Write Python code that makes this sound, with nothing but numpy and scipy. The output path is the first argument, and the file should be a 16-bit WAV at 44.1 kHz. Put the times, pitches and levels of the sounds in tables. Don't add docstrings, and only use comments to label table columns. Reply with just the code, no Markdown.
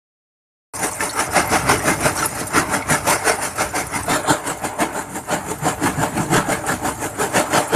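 import sys
import numpy as np
from scipy import signal
from scipy.fft import rfft, irfft
from scipy.io import wavfile
from scipy.ndimage import map_coordinates

SR = 44100
rng = np.random.default_rng(int(sys.argv[2]) if len(sys.argv) > 2 else 0)


def write(x):
    x = np.atleast_2d(x).T
    wavfile.write(sys.argv[1], SR, np.round(np.clip(x, -1, 1) * 32767).astype(np.int16))


N = 341775
TIME = np.arange(N) / SR
FFT_SIZE = 16384
FREQ = np.fft.rfftfreq(FFT_SIZE, 1 / SR)
MIC_OPENS_S, MIC_TOP_HZ = 0.737, 14330
USUAL_BITE_DB = -20

# t/s, relative level/dB
ENGINE_LEVEL = [(0.9, -45), (1.22, -43), (1.56, -34.5), (3.06, -42), (3.42, -42.5), (4.01, -38.5),
                (4.23, -46), (5.27, -48), (5.73, -42), (6.39, -41.5), (6.96, -41.5), (7.7, -47)]
# f/Hz, relative level/dB
ENGINE_SPECTRUM = [(20, -23), (38, -17), (58, -2), (80, -1.5), (100, 4.5), (130, 1), (200, -6.5),
                   (330, -23), (600, -32)]
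RUBBLE_SPECTRUM = [(120, -24.5), (260, -1), (500, 0.5), (780, 0.5), (1100, 1), (1500, -3), (2200, -8.5),
                   (3200, -21), (5000, -38)]
STONE_SPECTRUM = [(40, -21), (80, -11), (130, -0.5), (300, 0), (750, -2), (1050, -1.5), (1600, -9),
                  (3000, -18)]
# f/Hz, width/Hz, gain/dB
BUCKET_MODES = [(64.4, 3.8, -2), (134, 14, 0), (192, 6.4, 3), (219, 13, -3), (298, 25, 4), (379, 6.3, -18),
                (443, 26, 3), (515, 17.6, -10), (609, 26.6, 6), (654, 22, -1.5), (760, 50, 5),
                (890, 20, 5.5), (1140, 49, -1.5), (1326, 13, 2), (1825, 29, -3.5), (2123, 49, 3.5)]
# t/s, relative level/dB
GRAVEL_FLOW = [(0.9, -28.5), (0.97, -31.5), (2.28, -31), (2.81, -39.5), (3.17, -32.5), (5.14, -42),
               (5.71, -35.5), (6.58, -40), (7.7, -31)]
# t/s at full force, strength/dB, rise/s, hold/s
BITES = [(0.831, -23.5, 0.062, 0.021), (1.014, -23.5, 0.034, 0.032), (1.202, -19.5, 0.072, 0.0064),
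         (1.362, -17.5, 0.064, 0.028), (1.532, -17.5, 0.075, 0.027), (1.694, -16.5, 0.058, 0.025),
         (1.88, -19, 0.093, 0.025), (2.054, -19, 0.087, 0.015), (2.188, -24.5, 0.072, 0.056),
         (2.4, -25.5, 0.15, 0.013), (2.554, -18.0, 0.045, 0.034), (2.742, -21.5, 0.1, 0.0087),
         (2.907, -18.5, 0.044, 0.033), (3.076, -18.0, 0.043, 0.05), (3.275, -17.0, 0.059, 0.019),
         (3.43, -23.5, 0.05, 0.025), (3.601, -21, 0.055, 0.02), (3.759, -22.5, 0.045, 0.037),
         (3.956, -22.5, 0.081, 0.012), (4.1, -19.5, 0.044, 0.055), (4.293, -17.5, 0.056, 0.025),
         (4.473, -22.0, 0.05, 0.028), (4.642, -21.5, 0.029, 0.012), (4.804, -18, 0.032, 0.017),
         (4.969, -25, 0.086, 0.021), (5.153, -29, 0.102, 0.02), (5.323, -19.5, 0.062, 0.022),
         (5.501, -26.5, 0.1, 0.013), (5.656, -20, 0.059, 0.034), (5.843, -18.5, 0.057, 0.028),
         (6.034, -19.5, 0.095, 0.005), (6.172, -24, 0.1, 0.047), (6.338, -16, 0.056, 0.042),
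         (6.503, -18.5, 0.048, 0.028), (6.682, -21.5, 0.05, 0.046), (6.857, -22, 0.057, 0.03),
         (7.029, -25.0, 0.074, 0.022), (7.211, -20.0, 0.066, 0.031), (7.36, -14.5, 0.054, 0.032),
         (7.541, -15, 0.053, 0.045), (7.744, -15.5, 0.062, 0.047)]
# t/s, bass gain/dB, treble gain/dB
BITE_COLOUR = [(0.85, -5, 2), (1.2, -18, 0), (1.4, -5, -2.5), (2.05, -3, 0.0), (2.23, -12, -3),
               (2.57, -1.5, -2), (3.1, -6.5, 1.5), (3.45, -13, -0.5), (3.95, -9, -3.0), (4.12, -1.5, -2),
               (4.5, -8.5, -3), (5.65, -4.5, -2.5), (6.15, 1.5, -4.0), (6.7, -2, -3.0), (7.05, -7.5, -1),
               (7.7, -5, -4.0)]
# t/s, relative peak level/dB, f/Hz
CHIPS = [(0.932, -21.5, 7250), (1.094, -23, 4380), (1.129, -25, 7940), (1.475, -23, 11600),
         (2.176, -21, 5592), (2.189, -18, 5930), (2.222, -20, 5920), (2.258, -10.5, 10500),
         (2.469, -20, 9450), (3.868, -21.5, 10500), (6.665, -17, 9200)]
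KNOCKS = [(1.005, -6.5, 1765), (2.226, -6, 1340), (2.735, -8, 1396), (2.822, -16.5, 2210),
          (3.608, -6.5, 765), (3.738, -14, 730), (4.081, -9, 711), (4.245, -16, 633), (4.303, -6, 636),
          (4.637, -12, 795), (5.664, -6, 725), (6.637, -15, 776), (6.845, -10.5, 742), (7.583, -7, 736)]
BOOMS = [(1.69, -19, 136), (2.57, -19, 294), (2.905, -17, 150.5), (4.295, -15, 301), (4.818, -14.5, 321),
         (5.62, -17.5, 153.5), (5.975, -13, 148), (6.303, -14.5, 149), (6.482, -19, 288), (7.195, -13, 434),
         (7.728, -13, 444)]
# t/s, aim (0 before the turn, 1 turning, 2 or more after)
MIC_AIM = [(3.98, 0.15), (4.15, 0.59), (4.34, 1.3), (4.5, 2.13)]
# f/Hz, relative level/dB
TREBLE_BEFORE = [(1100, 4), (1400, 7), (1850, 3.5), (2100, 2), (2700, -5), (3050, -13.5), (3600, -20),
                 (5300, -10.5), (6600, -11.5), (7800, -16), (8800, -10.5), (10400, -11.5), (11500, -18.5),
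                 (14200, -27)]
TREBLE_TURNING = [(1400, 7), (1900, -3), (2650, -23), (3100, -15.5), (3600, -13), (4200, -14.5),
                  (5000, -24), (5900, -29), (6900, -7), (8100, -12), (8900, -9), (10300, -13), (11500, -22),
                  (14200, -23)]
TREBLE_AFTER = [(1100, -8.5), (1400, -1.5), (1700, -3.5), (2000, -10.5), (3000, -15.5), (3700, -22.5),
                (4400, -20), (5000, -23.5), (6100, -21.5), (6800, -13), (9000, -14), (10500, -16.5),
                (12000, -23.5), (14200, -27)]
# f/Hz, side gain/dB
STEREO_WIDTH = [(3900, -70), (4200, -42), (5100, -22), (6700, -11), (7800, -4), (10500, -5.5), (14000, -6)]


def amp(db):
    return 10 ** (np.asarray(db) / 20)


def unit(x):
    return x / np.sqrt(np.mean(x ** 2) + 1e-20)


def curves(rows):
    times, *columns = np.transpose(rows)
    return [np.interp(TIME, times, column) for column in columns]


def wobble(per_second):
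    knots = rng.standard_normal(int(N * per_second / SR) + 4)
    return map_coordinates(knots, [TIME * per_second], order=2)


def shape(points):
    hz, db = np.transpose(points)
    return amp(np.interp(np.log(FREQ + 1), np.log(hz), db))


def below(hz, order=8):
    return np.exp(-np.logaddexp(0, 2 * order * np.log((FREQ + 1) / hz)).clip(0, 60) / 2)


def above(hz, order=8):
    return np.sqrt(1 - below(hz, order) ** 2)


def ring(x, gain):
    cepstrum = irfft(np.log(np.maximum(unit(gain), 1e-6)))
    cepstrum[1:FFT_SIZE // 2] *= 2
    cepstrum[FFT_SIZE // 2 + 1:] = 0
    response = irfft(np.exp(rfft(cepstrum)))
    return signal.oaconvolve(x, np.array(response, ndmin=x.ndim), axes=-1)[..., :N]


def filtered(x, gain):
    response = np.array(np.fft.fftshift(irfft(gain)), ndmin=x.ndim)
    return signal.oaconvolve(x, response, axes=-1)[..., FFT_SIZE // 2:FFT_SIZE // 2 + N]


def bucket():
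    return amp(sum(db * np.exp(-.5 * ((FREQ - hz) / width) ** 2) for hz, width, db in BUCKET_MODES))


def engine(firing_hz=65, drift=0.026):
    level_db, = curves(ENGINE_LEVEL)
    load = amp(level_db + 3.5 + 2.2 * wobble(12))
    rumble = ring(rng.standard_normal(N), shape(ENGINE_SPECTRUM) * bucket())
    note_hz = firing_hz * (1 + drift * wobble(3.4))
    hum = np.sqrt(2) * np.sin(2 * np.pi * np.cumsum(note_hz) / SR)
    return load * (rumble + amp(-9.5) * hum)


def fractures(per_second, channels=1):
    struck = rng.random((channels, N)) < per_second / SR
    return unit(struck * rng.standard_normal((channels, N)))


def patchy(x, depth_db, per_second, per_octave):
    hz, t, spectrum = signal.stft(x, SR, nperseg=512)
    octaves = np.log2(1 + hz / 700)
    grid = np.array(np.meshgrid(octaves * per_octave, t * per_second, indexing="ij"))
    patches = map_coordinates(rng.standard_normal((128, 512)), grid, order=2, mode="mirror")
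    return signal.istft(spectrum * unit(amp(depth_db * patches)), SR, nperseg=512)[1][..., :N]


def rubble(follows=0.91, lag_s=0.088, emptying_db_per_s=0.97):
    bite_s, bite_db, *_ = np.transpose(BITES)
    shaken_db = np.interp(TIME - lag_s, bite_s, bite_db) - USUAL_BITE_DB
    level_db = -32 + follows * shaken_db - emptying_db_per_s * (TIME - TIME.mean())
    shifting = fractures(4000)[0] * amp(level_db + 1.9 * wobble(45))
    churn = ring(shifting, shape(RUBBLE_SPECTRUM) * bucket())
    return patchy(churn, depth_db=4.0, per_second=25, per_octave=9.68)


def aimed(x, band):
    aim, = curves(MIC_AIM)
    colours = [TREBLE_BEFORE, TREBLE_TURNING, TREBLE_AFTER]
    audible = band * below(MIC_TOP_HZ + 400, order=60)
    return sum(np.maximum(1 - abs(aim - k), 0) * ring(x, shape(colour) * audible)
               for k, colour in enumerate(colours))


def gravel():
    flow_db, = curves(GRAVEL_FLOW)
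    falling = fractures(7000, channels=2) * amp(flow_db - 4.0 + 2.5 * wobble(80))
    hiss = aimed(falling, above(6800, order=2) * above(1770))
    return patchy(hiss, depth_db=6.0, per_second=50, per_octave=14)


def stones(rows, t60, attack_s, modes_db, crack_db, crack_t60):
    out = np.zeros(N + SR)
    t = np.arange(int(SR * max(t60, crack_t60))) / SR
    onset = 1 - np.exp(-t / attack_s)
    usual_hz = np.median([hz for _, _, hz in rows])
    for s, db, hz in rows:
        age = t * np.sqrt(hz / usual_hz)
        modes_hz = np.minimum(hz * np.r_[1, np.exp(rng.normal(0, .22, size=5))], SR / 2)
        gains = np.r_[1, amp(modes_db + rng.normal(0, 3, size=5))]
        tone = gains @ np.sin(2 * np.pi * (modes_hz[:, None] * t + rng.random((6, 1))))
        band = signal.butter(2, [hz / 2, min(hz * 2, MIC_TOP_HZ)], "bandpass", fs=SR)
        crackle = unit(signal.lfilter(*band, rng.standard_normal(len(t))))
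        hit = onset * (tone * amp(-60 * age / t60) + crackle * amp(crack_db - 60 * age / crack_t60))
        out[int(s * SR):][:len(t)] += amp(db) * hit / np.abs(hit).max()
    return out[:N]


def pebbles(count=110):
    when, force, pitch = rng.random((count, 3)).T
    s = MIC_OPENS_S + when * (N / SR - MIC_OPENS_S)
    db = np.interp(s, *np.transpose(GRAVEL_FLOW)) + 3 + 7 * force ** 3
    hz = 6000 + 6000 * pitch
    return stones(np.c_[s, db, hz], t60=.03, attack_s=.001, modes_db=-6, crack_db=0, crack_t60=.03)


def jaw(level_db, follows, rise_scale, lag_s, release_db_per_s=259):
    power = np.zeros(N)
    for s, db, rise_s, hold_s in BITES:
        near = slice(max(int(s * SR) - SR // 5, 0), int(s * SR) + SR // 4)
        t = TIME[near] - s - lag_s
        peak_db = level_db + follows * (db - USUAL_BITE_DB)
        grip_db = 20 * np.minimum(t, 0) / (rise_s * rise_scale)
        release_db = release_db_per_s * np.maximum(t - hold_s, 0)
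        power[near] += amp(peak_db + grip_db - release_db) ** 2
    return np.sqrt(power)


def crushing():
    bass_db, treble_db = curves(BITE_COLOUR)
    aim, = curves(MIC_AIM)
    off_axis = amp(-3.0 * np.maximum(aim - 1, 0))
    clumps = unit(amp(1.15 * wobble(120)))
    thud = fractures(3000) * amp(bass_db)
    thud *= jaw(level_db=-19.5, follows=0.55, rise_scale=0.98, lag_s=-0.0025)
    crunch = fractures(9000) * clumps
    crunch *= jaw(level_db=-20.0, follows=1.04, rise_scale=1.0, lag_s=0.00021)
    crack = fractures(14000) * clumps * off_axis
    crack *= jaw(level_db=-20.0, follows=1.06, rise_scale=1.0, lag_s=0.00024)
    scrape = fractures(14000, channels=2) * clumps * off_axis
    scrape *= jaw(level_db=-27.5, follows=1.18, rise_scale=0.74, lag_s=0.0014)
    grit = fractures(14000, channels=2) * clumps * amp(treble_db)
    grit *= jaw(level_db=-23.5, follows=0.58, rise_scale=0.86, lag_s=0.00062)
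    steel = bucket()
    body = shape(STONE_SPECTRUM) * steel
    bite = ring(thud, body * below(345, order=5))
    bite += ring(crunch, body * above(338, order=5) * below(1145))
    bite += aimed(crack, steel * above(1120) * below(2820))
    spray = aimed(scrape, above(2836) * below(6160)) + aimed(grit, above(6100))
    return (patchy(bite[0], depth_db=3.5, per_second=24, per_octave=11.99),
            patchy(spray, depth_db=3.0, per_second=30, per_octave=18))


def chips():
    return stones(CHIPS, t60=0.052, attack_s=0.0004, modes_db=-10.5, crack_db=-9, crack_t60=0.015)


def knocks():
    return stones(KNOCKS, t60=0.089, attack_s=0.0016, modes_db=-11, crack_db=-12, crack_t60=0.068)


def booms():
    return stones(BOOMS, t60=0.14, attack_s=0.0032, modes_db=-16, crack_db=-18, crack_t60=0.052)


def scene():
    bite, (spray_mid, spray_side) = crushing()
    gravel_mid, gravel_side = gravel()
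    impacts = amp(2.5) * chips() + amp(-3.5) * knocks() + amp(-1.5) * booms()
    mid = engine() + rubble() + gravel_mid + pebbles() + bite + spray_mid + impacts
    scattered = amp(-1.5) * spray_side + amp(0.8) * gravel_side + pebbles()
    side = filtered(scattered * amp(1.7 * wobble(12)), shape(STEREO_WIDTH))
    return np.array([mid + side, mid - side])


def record(dry, ceiling=0.85):
    opened = dry * (TIME > MIC_OPENS_S)
    rounded = opened / (1 + np.abs(opened / ceiling) ** 6) ** (1 / 6)
    return filtered(rounded, below(MIC_TOP_HZ, order=350))


dry = scene()
out = record(dry)
write(out)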